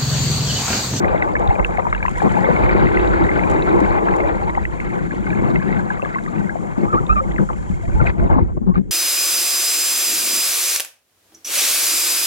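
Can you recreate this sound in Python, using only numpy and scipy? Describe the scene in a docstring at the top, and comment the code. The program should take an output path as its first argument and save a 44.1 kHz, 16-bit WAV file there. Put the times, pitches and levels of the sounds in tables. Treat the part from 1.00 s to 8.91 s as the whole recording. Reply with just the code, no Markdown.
"""Kayak deck, river through the hull

Place: the deck of a plastic kayak, a camera clamped to it with its two microphones right on the hull.
Thrum, boom, gurgle and fizz are ringing bubbles and smooth noise, filtered by hull and housing.
Plops, drips and hollow knocks are decaying tones; shaft and fingers squeak as wavering stick-slip tones.
At the end a hand rubs and knocks deck and camera. Behind it all lie airborne hiss and spray ticks of
filtered noise. The shaken housing drives the two microphones nearly in opposition over much of the range."""
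import sys
import numpy as np
from scipy import signal
from scipy.fft import rfft, irfft, next_fast_len
from scipy.io import wavfile
from scipy.ndimage import uniform_filter1d, minimum_filter1d

SR = 44100
rng = np.random.default_rng(int(sys.argv[2]) if len(sys.argv) > 2 else 0)


def bounce(signal):
    """Save signal as a 16-bit WAV file at the path given by the first command-line argument."""
    frames = np.transpose(np.atleast_2d(signal))
    limited = np.clip(frames, -1, 1)
    pcm = np.round(limited * 32767).astype(np.int16)
    wavfile.write(sys.argv[1], SR, pcm)


N = 348831
SIZE = next_fast_len(N + SR // 4)     # transform length, with room for the filters to ring out
HZ = np.maximum(np.fft.rfftfreq(SIZE, 1 / SR), 1)

# Four layers of water against the hull, each: low f/Hz, high f/Hz, nominal bubbles [1/s],
# ringing [cycles], size spread/dB, smooth rush over bubbles/dB
THRUM_LAYER = (27.3, 95.9, 150, 12, 0.38, 3.7)
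BOOM_LAYER = (106.5, 450, 703.5, 7, 3, 0.5)
GURGLE_LAYER = (416.5, 1278, 386, 48.5, 3, -1)
FIZZ_LAYER = (1291, 5193, 898, 46.5, 4, -3.5)


def river_on_hull(path, splash_db):
    """Water working on the hull: bubbles and rush in four bands, from low thrum to fizz."""
    layers = (THRUM_LAYER, BOOM_LAYER, GURGLE_LAYER, FIZZ_LAYER)
    return sum(gain * bubbles(path, splash_db, *layer) for gain, layer in zip(layer_gains(), layers))


# Paddle stroke and later the rubbing hand pack the bubbles densely: t/s, density [times as many]
BUBBLE_PACKING = [(0, 1), (1.2, 1), (1.5, 2.1), (3.2, 2.1), (3.5, 1.2), (5, 1.2), (6.85, 1), (7.0, 1.7),
                  (7.91, 1.7)]


def bubbles(path, splash_db, low_hz, high_hz, per_s, cycles, spread_db, rush_db):
    """Clumped bubbles ring as resonances over a smooth rush; the hull carries both to the microphones."""
    packed = in_time(BUBBLE_PACKING)[0]
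    clumping = from_db((splash_db + 3.0 * drift(9.0)) / np.sqrt(packed))
    born = rng.random(N) < per_s * packed * clumping / SR
    size_db = spread_db * np.minimum(rng.exponential(1, N), 5)
    sizes = born / np.sqrt(packed) * from_db(size_db)
    clicks = sizes * rng.choice([-1, 1], (2, N))     # two vibration patterns, struck at the same moments

    pitches = np.geomspace(low_hz * 1.045, high_hz / 1.081, 12)
    dealt = rng.integers(0, 12, N)     # which pitch each bubble gets
    tones = 0
    for k, hz in enumerate(pitches):
        swell = [1, 0, -1, *poles(hz, 5.0)]
        ring = [hz ** 3, 0, 0, *poles(hz, cycles)]     # hz cubed: even level per Hz
        tones = tones + signal.sosfilt([swell, ring], clicks * (dealt == k) + 1e-18)

    edges = signal.butter(3, [low_hz, high_hz], "band", fs=SR, output="sos")
    rush_swell = from_db((0.36 * splash_db + 2.05 * drift(10.2)) / packed ** 0.17)
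    rush = signal.sosfilt(edges, rng.standard_normal((2, N))) * rush_swell

    mixed = tones / tones.std() + from_db(rush_db) * rush / rush.std()
    shared, own = rfft(mixed, SIZE)
    pair = irfft([shared * path[0], shared * path[1] + own * path[2]], SIZE)[:, :N]
    return mid_rms_one(pair, low_hz, high_hz)


# Water running along the hull: t/s, then level/dB of thrum, boom, gurgle, fizz, before lapping
FLOW_LEVELS = [(0.0, -27, -26.5, -27.5, -34.5), (0.6, -34.5, -37.5, -34, -39.5),
               (1.15, -34.5, -35.5, -38.5, -42.5), (1.4, -33, -26.5, -25, -39),
               (1.75, -26, -29, -27, -32.5), (2.3, -31, -29, -27, -34.5), (2.8, -29.5, -26, -27.5, -36),
               (3.28, -32, -30.5, -27, -40), (3.6, -31, -35.5, -40.5, -46), (4.2, -34.5, -34.5, -40, -43),
               (4.45, -31.5, -26.5, -33.5, -43), (5.0, -40.5, -32, -38, -42), (5.7, -42.5, -31, -39.5, -47),
               (6.3, -33, -31.5, -40.5, -49.5), (6.8, -31.5, -36.5, -49.5, -55),
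               (7.4, -30.5, -29.5, -36.5, -57), (7.6, -28, -31.5, -83, -72), (7.91, -37.5, -39.5, -63, -69)]
# Wavelets slapping the hull: t/s, held/s, then level/dB of thrum, boom, gurgle, fizz
WAVELET_SLAPS = [(0.38, 0.082, -43, -32, -29, -40), (0.47, 0.025, -15, -38, -22.5, -36),
                 (0.58, 0.018, -30, -19, -19, -40), (0.69, 0.0071, -14.5, -18, -20, -53),
                 (0.78, 0.012, -26, -31, -16, -33), (1.22, 0.056, -47, -18.5, -22, -49),
                 (1.48, 0.03, -28, -20, -27, -34.5), (1.74, 0.12, -39, -20.5, -28.5, -36),
                 (2.2, 0.068, -29, -26.5, -33.5, -40), (4.11, 0.027, -32, -32.5, -41, -37.5),
                 (3.9, 0.084, -47, -29.5, -33, -47), (4.66, 0.21, -53, -29, -41, -61),
                 (5.02, 0.013, -29, -19, -26, -48)]
# Paddle laid down, then the hand pushing and rubbing on deck and housing: columns as for the slaps
HAND_RUBS = [(5.77, 0.086, -47, -25.5, -35, -44), (5.93, 0.029, -29, -22, -34, -45),
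             (6.0, 0.0079, -30, -17.5, -34, -62), (6.07, 0.11, -41, -46, -41.5, -50),
             (6.38, 0.053, -39, -23, -38, -50), (6.49, 0.051, -37, -32, -33.5, -50.5),
             (6.69, 0.076, -26, -35, -63, -76), (6.87, 0.16, -20.5, -29.5, -40, -50),
             (7.0, 0.042, -21, -20, -28, -41), (7.05, 0.052, -23.5, -26.5, -30, -33),
             (7.17, 0.107, -28, -25.5, -35.5, -47), (7.29, 0.061, -18, -23.5, -25, -41.5),
             (7.352, 0.04, -23, -25, -20.5, -44), (7.39, 0.042, -25, -20.5, -45, -63),
             (7.47, 0.06, -43, -52, -46.5, -65), (7.565, 0.011, -34, -18, -32.5, -53.5),
             (7.61, 0.036, -42, -29.5, -49, -73), (7.66, 0.041, -32, -25, -36.5, -65),
             (7.735, 0.048, -32, -32, -41, -43)]
SLAP_ATTACK_S, SLAP_T60_S = 0.024, 0.067
RUB_ATTACK_S, RUB_T60_S = 0.014, 0.044
# Boom, gurgle and fizz also swell and sink by chance, thrum stays steady:
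# spread of thrum, boom, gurgle, fizz [dB], and rate [Hz]
LAPPING_DB, LAPPING_HZ = [[0], [2], [1], [2]], 1.07


def layer_gains():
    """Flow, slaps and rubs add up as power in each layer."""
    lapping_db = LAPPING_DB * np.array([drift(LAPPING_HZ) for _ in LAPPING_DB])
    flow = from_db(np.array(in_time(FLOW_LEVELS)) + lapping_db)
    slaps = bursts(WAVELET_SLAPS, SLAP_ATTACK_S, SLAP_T60_S)
    rubs = bursts(HAND_RUBS, RUB_ATTACK_S, RUB_T60_S)
    return np.sqrt(flow ** 2 + slaps + rubs)


def bursts(events, attack_s, t60_s):
    """Power of each layer: every event rises, holds and dies away."""
    t, power = np.arange(N) / SR, 0
    for start_s, held_s, *layers_db in events:
        rise = np.clip((t - start_s) / attack_s, 0, 1)
        decay = from_db(-60 * np.maximum(t - start_s - held_s, 0) / t60_s)     # held_s counts from the start
        power = power + np.outer(from_db(layers_db), rise * decay) ** 2
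    return power


# Bubbles exciting the cockpit cavity: low f/Hz, high f/Hz, nominal bubbles [1/s],
# ringing [cycles], size spread/dB, smooth rush over bubbles/dB
CAVITY_LAYER = (280.5, 484.5, 250, 42, 1, -3.5)
# Hum while the boat is driven through the water: t/s, level/dB
CAVITY_LEVEL = [(0, -32), (.5, -37), (1.15, -67), (1.45, -34.5), (1.85, -26), (2.4, -27.5), (2.75, -26.5),
                (3.3, -30.5), (3.55, -42.5), (7.91, -65)]


def cockpit_hum(path, splash_db):
    """The cockpit cavity hums in a narrow band while the boat is driven through the water."""
    return from_db(in_time(CAVITY_LEVEL)[0]) * bubbles(path, splash_db, *CAVITY_LAYER)


# Single large bubbles against the hull: t/s, nominal peak level/dB, starting f/Hz, decay by 60 dB [cycles]
LARGE_BUBBLES = [(0.05, -21, 540, 47), (0.146, -13, 590, 11), (0.292, -26, 880, 27), (0.31, -33, 484, 80),
                 (0.398, -11, 496, 8.3), (0.425, -26, 815, 44), (0.465, -19.5, 780, 71),
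                 (0.507, -15, 812, 64), (0.562, -14.5, 615, 3.9), (0.692, -23, 690, 17),
                 (0.748, -22.5, 806, 32), (0.783, -14.5, 720, 29), (0.851, -20, 940, 36),
                 (0.868, -15, 935, 22), (0.927, -20.5, 1230, 20), (1.026, -22, 870, 20),
                 (1.052, -17, 990, 27), (1.081, -19, 1020, 29), (1.174, -26.5, 955, 120),
                 (1.219, -14.5, 770, 31), (1.258, -12, 680, 10), (1.368, -13.5, 834, 47),
                 (1.487, -10, 497, 29), (2.902, -27, 804, 36), (3.072, -18, 900, 36),
                 (3.422, -24, 797, 120), (3.475, -23, 890, 130), (3.574, -15, 810, 27),
                 (3.5795, -16, 935, 23), (4.69, -27, 750, 47), (4.907, -22, 1000, 25),
                 (4.995, -25, 1150, 35), (5.026, -19, 540, 19), (5.057, -26, 1150, 26),
                 (5.157, -22, 1044, 77), (5.277, -30.5, 1195, 63), (5.555, -20, 677, 26),
                 (5.936, -18.5, 486, 25), (6.393, -22, 497, 50), (6.834, -31, 660, 86),
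                 (7.05, -20.5, 682, 47), (7.225, -26, 667, 78), (7.299, -20, 875, 35),
                 (7.355, -17, 950, 26), (7.712, -36, 1060, 90), (7.755, -26.5, 1204, 51)]


def plops():
    """Large bubbles ring down right against the hull."""
    return rings(LARGE_BUBBLES, rise=0.0012, swell_cycles=0.39, companion_db=-12.5)


# Drips plinking on deck and water, at the end fingertips snapping on wet plastic:
# t/s, nominal peak level/dB, starting f/Hz, decay by 60 dB [cycles]
DRIPS_AND_SNAPS = [(0.0438, -21.5, 2000, 59), (0.08, -30, 2380, 46), (0.2229, -20, 2010, 47),
                   (0.353, -17.5, 1690, 41), (0.365, -23.5, 2190, 52), (0.475, -29.5, 3670, 30),
                   (0.5026, -25.5, 2100, 63), (0.554, -27.5, 2360, 49), (0.595, -27, 2050, 36),
                   (0.6465, -11.5, 2640, 25), (0.773, -24.5, 2090, 25), (0.927, -21, 2130, 40),
                   (0.948, -23.5, 1630, 52), (0.949, -29, 2700, 57), (1.004, -26, 1610, 41),
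                   (1.027, -22.5, 2240, 56), (1.06, -22, 1910, 35), (1.082, -27.5, 2580, 45),
                   (1.4414, -21.5, 1518, 28), (1.5623, -22, 2150, 86), (1.6921, -20.5, 2240, 55),
                   (1.8688, -21, 2030, 40), (1.9709, -16, 1996, 29), (2.135, -18.5, 1410, 34),
                   (2.143, -26, 2030, 38), (2.291, -18, 2020, 48), (2.3925, -20.5, 2070, 40),
                   (2.4355, -23, 2340, 40), (2.623, -27.5, 3780, 60), (2.985, -27, 2020, 45),
                   (3.0851, -18.5, 1630, 29), (3.137, -26.5, 1990, 70), (3.202, -24.5, 2100, 55),
                   (3.272, -27, 2340, 41), (3.55, -26.5, 2000, 34), (3.6522, -20, 1960, 32),
                   (3.8, -28, 2100, 40), (4.107, -29.5, 1640, 56), (4.303, -27.5, 2310, 40),
                   (4.329, -25.5, 1640, 46), (4.557, -26, 2030, 72), (4.622, -30, 1580, 77),
                   (4.726, -28, 2060, 77), (4.791, -24, 1560, 51), (4.902, -21, 1596, 57),
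                   (5.02, -26, 2580, 66), (5.0459, -26, 1630, 67), (5.146, -28.5, 2020, 69),
                   (5.183, -26, 1600, 50), (5.493, -21, 1586, 57), (6.066, -37, 3580, 40),
                   (6.312, -35, 1950, 39), (6.319, -37.5, 3280, 24), (6.361, -32, 2030, 42),
                   (7.0688, -13.5, 2440, 45), (7.101, -35, 2300, 12), (7.197, -27, 1480, 14),
                   (7.343, -42, 2300, 8), (7.358, -31, 1900, 8), (7.401, -41, 2190, 10)]


def drips():
    """Drips and fingertip snaps ring higher, with a slower swell and louder answering modes."""
    return rings(DRIPS_AND_SNAPS, rise=0.00089, swell_cycles=1.1, companion_db=-8)


# Hollow knocks of the hull: t/s, nominal peak level/dB, starting f/Hz, decay by 60 dB [cycles]
HULL_KNOCKS = [(0.005, -16.5, 345, 44), (0.59, -20, 52, 20), (1.247, -17, 352, 14), (1.99, -20, 55, 15),
               (1.75, -3.5, 357, 9.3), (1.82, -11.5, 347, 19), (2.149, -20, 340, 52),
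               (2.203, -13.5, 333.7, 61), (2.551, -14, 327, 22), (2.7, -20, 344, 37),
               (2.735, -15, 345.5, 85), (2.815, -7.5, 310, 19), (3.03, -22, 337, 56),
               (4.138, -16.5, 295, 3.4), (4.422, -12, 304, 3.5), (4.501, -16, 257, 5.5),
               (5.37, -22.5, 202.3, 114), (5.777, -17, 236, 9.5), (5.829, -18, 349, 45),
               (6.09, -15, 55.8, 26), (6.395, -18, 150, 27), (6.699, -19, 180, 14), (6.885, -18, 90.5, 3.9),
               (6.93, -15, 48.8, 15), (7.016, -7, 117, 7.4), (7.362, -10.5, 260, 26),
               (7.421, -9.5, 74, 2.6), (7.572, -14.5, 227, 4), (7.615, -19, 225, 5.5),
               (7.775, -26, 364, 23)]


def knocks():
    """The hollow hull rings low when knocked, with a quick onset."""
    return rings(HULL_KNOCKS, rise=0.00035, swell_cycles=0.23, companion_db=-15.5)


WOBBLE_DB, WOBBLE_HZ = 2, 150.0     # no blow rings evenly


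def rings(events, rise, swell_cycles, companion_db):
    """Each blow swells and rings down, rising in pitch; two nearby modes of the hull answer it."""
    out, draws = np.zeros((2, N)), rng.random((len(events), 2, 3))
    for (s, peak_db, hz, cycles), chance in zip(events, draws):
        voices = [(s, peak_db, hz)]
        for late, weak, tune in chance:
            mode_hz = hull_mode(hz * 2 ** (1.5 * tune - .9), hz)
            voices.append((s + 5.96 * late / hz, peak_db + companion_db - 8.1 * weak, mode_hz))
        for begin, db, pitch_hz in voices:
            start = round(begin * SR)
            length = min(N - start, round(cycles * SR / pitch_hz))
            turns = np.arange(length) * pitch_hz / SR
            soft_start = (1 - np.exp(-turns / swell_cycles)) ** 3     # no click
            shape = soft_start * from_db(-60 * turns / cycles)
            shape *= from_db(db) / shape.max()
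            phase = 2 * np.pi * turns * (1 + rise * turns)
            out[:, start:start + length] += shape * tone_pair(phase, pitch_hz)
    return out * from_db(WOBBLE_DB * drift(WOBBLE_HZ))


# Where hull and housing ring most readily: f/Hz
RINGING_MODES_HZ = np.array([52, 110, 190, 340, 500, 670, 830, 1000, 1200, 1600, 2050, 2550])


def hull_mode(hz, struck_hz):
    """The mode nearest to a pitch, leaving out any close to the struck pitch."""
    others = RINGING_MODES_HZ[abs(np.log(RINGING_MODES_HZ / struck_hz)) > .15]
    return others[np.argmin(abs(np.log(others / hz)))]


# Shaft, then fingers, slipping on wet plastic, from squeaks down to low judders; one list per slip:
# t/s, mean f/Hz, nominal level/dB, nominal octave level/dB
WET_SLIPS = [
    [(5.87, 1206, -36, -69), (5.92, 1350, -42, -67), (5.934, 1244, -25.5, -52), (5.958, 1094, -27, -53),
     (5.992, 1350, -31.5, -85), (6.01, 1061, -46, -76)],
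    [(6.09, 1200, -26, -37), (6.107, 1236, -19, -38), (6.12, 1300, -30, -42), (6.132, 1310, -29, -46),
     (6.145, 1339, -46, -73)],
    [(6.15, 1310, -42, -67), (6.158, 1294, -35, -52), (6.176, 1163, -27, -42), (6.194, 1170, -25.5, -44),
     (6.204, 1240, -28, -64), (6.215, 1339, -35, -72)],
    [(6.95, 860, -43, -65), (6.985, 867, -39, -68), (6.998, 896, -28, -59), (7.01, 875, -27, -75),
     (7.015, 876, -46, -62)],
    [(6.993, 1395, -36, -72), (7.007, 1420, -25.5, -86), (7.013, 1360, -29, -62), (7.021, 1200, -28, -59),
     (7.03, 1291, -45, -72)],
    [(6.381, 1950, -27, -62), (6.387, 1480, -26, -56), (6.396, 800, -36, -62)],
    [(6.489, 1550, -30, -62), (6.498, 830, -32, -62)],
    [(6.5, 1250, -27, -62), (6.512, 613, -35, -62)],
    [(6.203, 570, -43, -43), (6.217, 531, -24.5, -65), (6.24, 522, -34.5, -54), (6.27, 600, -43, -42)],
    [(7.185, 48.7, -28, -17), (7.22, 46.7, -20, -28), (7.26, 45.4, -25, -38), (7.29, 48, -28, -32)],
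    [(7.66, 204, -14, -30), (7.672, 189, -18, -32), (7.7, 182, -10.5, -36), (7.715, 182, -24, -42),
     (7.728, 187, -19, -47)],
    [(7.758, 167, -28, -31), (7.772, 180, -20, -35), (7.79, 185, -21, -31), (7.805, 201, -21, -38),
     (7.825, 205, -31, -60)],
]


def squeaks():
    """Fast regular stick-slip: a wavering tone with two overtones."""
    out, t = np.zeros((2, N)), np.arange(N) / SR
    for rows in WET_SLIPS:
        on = (t > rows[0][0]) & (t < rows[-1][0])
        hz, level_db, octave_db = (c[on] for c in in_time(rows))
        grip = signal.windows.tukey(len(hz), .3) * from_db(2.8 * drift(140.0)[on])
        phase = 2 * np.pi * np.cumsum(hz * (1 + 0.016 * drift(170.0)[on])) / SR
        for harmonic, db in ((1, level_db), (2, octave_db), (3, octave_db - 20)):
            tone = tone_pair(harmonic * phase, harmonic * hz.mean())
            out[:, on] += np.sqrt(2) * grip * from_db(db) * tone     # root 2: levels are rms
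    return out


# Airborne hiss, swelling with the paddle stroke, sinking while the camera is handled: t/s, level/dB
HISS_LEVEL = [(0.0, -60.5), (1.05, -58.5), (1.2, -54), (1.67, -58.5), (2.6, -56), (3.1, -60), (5.7, -59),
              (7.03, -58), (7.16, -63.5), (7.35, -66), (7.4, -73), (7.46, -71.5), (7.91, -73.5)]


def hiss(ports):
    """Faint flickering noise through the sound ports, unrelated in the two microphones."""
    noise = rng.standard_normal((2, N)) * from_db(1.35 * drift(30.0))
    coloured = irfft(rfft(noise, SIZE) * ports, SIZE)[:, :N]
    return from_db(in_time(HISS_LEVEL)[0]) * mid_rms_one(coloured, 5500, 11000)


# Spray and fingertips hitting the housing: t/s, strike level/dB before noise and ports
HOUSING_TICKS = [(0.394, -44), (0.666, -46), (1.094, -38), (1.111, -39), (1.181, -34), (1.224, -40),
                 (1.3204, -40), (1.6395, -43), (2.499, -33.5), (2.5124, -37), (2.803, -34), (3.1633, -37.5),
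                 (7.069, -42), (7.234, -47)]


def ticks(ports):
    """Each hit on the housing is a short decaying burst of noise, coloured by the sound ports."""
    blows = np.full(N, 1e-18)
    for s, strike_db in HOUSING_TICKS:
        blows[round(s * SR)] = from_db(strike_db)
    decay = signal.lfilter([1], [1, -from_db(-60 / (0.028 * SR))], blows)     # 60 dB in 28 ms
    puffs = decay * rng.standard_normal((2, N))
    return irfft(rfft(puffs, SIZE) * ports, SIZE)[:, :N] / np.sqrt(np.mean(abs(ports) ** 2))


# Colour of the sound ports in front of the microphones: f/Hz, relative left level/dB, relative right level/dB
PORT_COLOUR = [(2470, -10, -18), (3320, -8, 1.5), (3400, -13.5, -17), (4700, -14.5, -9.5),
               (4740, -12.5, -15.5), (6300, -8.5, -5.5), (6600, 0.5, -9), (6940, -0.5, 0),
               (7370, -6.5, 3.5), (7960, -7.5, -11.5), (9000, -17, -5.5), (10380, -13.5, -15),
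               (11600, -28, -21), (12300, -13.5, -19), (13300, -57, -27.5)]


def sound_ports():
    """Responses of the left and right sound port to airborne sound."""
    return np.array([causal(db) for db in at_hz(PORT_COLOUR, HZ)])


# Colour of hull and housing: f/Hz, relative level/dB
HULL_COLOUR = [(25, -33), (40, -6.5), (52, -2), (66, -3), (120, 1), (190, 3.5), (255, -4.5), (340, -2.5),
               (500, -9.5), (680, -11), (830, -7.5), (1050, -10.5), (1380, -14), (1610, -14.5),
               (1850, -18.5), (2050, -13.5), (2250, -19), (2650, -31), (3050, -37.5), (3800, -40),
               (4700, -46.5), (6500, -76.5)]


def hull_path():
    """Responses: shared motion to left, shared motion to right, separate motion to right."""
    balance_db, phase, alike = at_hz(HOUSING_PAIR, HZ)
    left = causal(at_hz(HULL_COLOUR, HZ)[0] + balance_db / 2)
    right = left * from_db(-balance_db) * np.exp(1j * phase)
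    return left, right * alike, right * np.sqrt(1 - alike ** 2)


# How the shaken housing reaches the two microphones, for single tones here and for hull_path:
# f/Hz, left over right level/dB, right phase [rad], likeness [0-1]
HOUSING_PAIR = [(30, -3.5, 5.9, 0.54), (52, -9.0, 4.4, 0.63), (80, 2.4, 3.0, 0.76), (130, 4.1, 2.9, 0.86),
                (200, 10.9, 3.1, 0.89), (260, 5.1, 3.0, 0.83), (340, -1.3, 2.4, 0.2), (430, 2.0, 3.6, 0.85),
                (500, 7.8, 3.1, 0.59), (800, 4.0, 2.5, 0.85), (1150, 2.2, 2.9, 0.88),
                (1550, 3.5, 2.3, 0.94), (2050, -0.8, 2.4, 0.99), (2700, -0.8, 1.7, 0.81),
                (3100, -2.5, 1.5, 0.42), (3500, -0.7, 1.5, 0.38), (3850, 1.1, 0.2, 0.71),
                (4700, 8.5, 2.1, 0.41)]


def tone_pair(phase, hz):
    """A tone as both microphones get it from the hull; the mean of the pair has height 1."""
    balance_db, turn, alike = at_hz(HOUSING_PAIR, hz)
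    left = from_db(balance_db)
    shared = alike * np.exp(1j * turn)
    chance = np.angle(left + shared) + rng.choice([-1, 1]) * np.pi / 2     # unlike part, a quarter turn away
    right = shared + np.sqrt(1 - alike ** 2) * np.exp(1j * chance)
    return np.imag(np.outer([left, right], np.exp(1j * phase))) * 2 / abs(left + right)


def poles(hz, cycles):
    """Denominator of a resonance whose poles decay by 60 dB in the given cycles."""
    r = from_db(-60 * hz / (cycles * SR))
    return [1, -2 * r * np.cos(2 * np.pi * hz / SR), r * r]


def causal(db):
    """Minimum-phase response of a level spectrum: nothing sounds early."""
    cepstrum = irfft(np.log(from_db(db)), SIZE)
    cepstrum[1:SIZE // 2] *= 2
    cepstrum[SIZE // 2 + 1:] = 0
    return np.exp(rfft(cepstrum))


def drift(rate_hz):
    """Slow random wander of spread 1: noise smoothed at every 40th sample, then interpolated."""
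    r = np.exp(-80 * np.pi * rate_hz / SR)
    slow = signal.lfilter([1], [1, -2 * r, r * r], rng.standard_normal(N // 40 + 2002))[2000:]
    return np.interp(np.arange(N) / 40, np.arange(len(slow)), slow / slow.std())


def mid_rms_one(x, low_hz, high_hz):
    """Scale a pair so that its mean has rms 1 inside the band."""
    band = signal.butter(4, [low_hz, high_hz], "band", fs=SR, output="sos")
    mid = signal.sosfilt(band, x.mean(axis=0))
    return x / np.sqrt(np.mean(mid ** 2))


def in_time(rows):
    """Columns of a curve at every sample."""
    s, *columns = np.transpose(rows)
    return [np.interp(np.arange(N) / SR, s, c) for c in columns]


def at_hz(rows, hz):
    """Columns of a spectrum table at given frequencies, interpolated over log frequency."""
    centres, *columns = np.transpose(rows)
    return [np.interp(np.log(hz), np.log(centres), c) for c in columns]


def from_db(db):
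    """Gain of a level."""
    return 10 ** (np.asarray(db) / 20)


def scene():
    """Hull-borne water, blows and squeaks, with airborne hiss and ticks behind."""
    path, ports = hull_path(), sound_ports()
    splash_db = 3.7 * drift(26.0)     # one splash frees bubbles of every size
    water = river_on_hull(path, splash_db) + cockpit_hum(path, splash_db)
    blows = plops() + drips() + knocks()
    return water + blows + squeaks() + hiss(ports) + ticks(ports)


CEILING, CUTOFF_HZ = .93, 13800     # limiter ceiling [full scale], top of the microphones' band


def record(dry):
    """A look-ahead limiter holds the peaks, then a steep low-pass cuts the top."""
    room_left = np.minimum(1, CEILING / (abs(dry).max(axis=0) + 1e-9))
    gain = uniform_filter1d(minimum_filter1d(room_left, size=1201), size=601)
    return signal.sosfilt(signal.cheby2(12, 70, CUTOFF_HZ, fs=SR, output="sos"), dry * gain)


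dry = scene()
out = record(dry)
bounce(out)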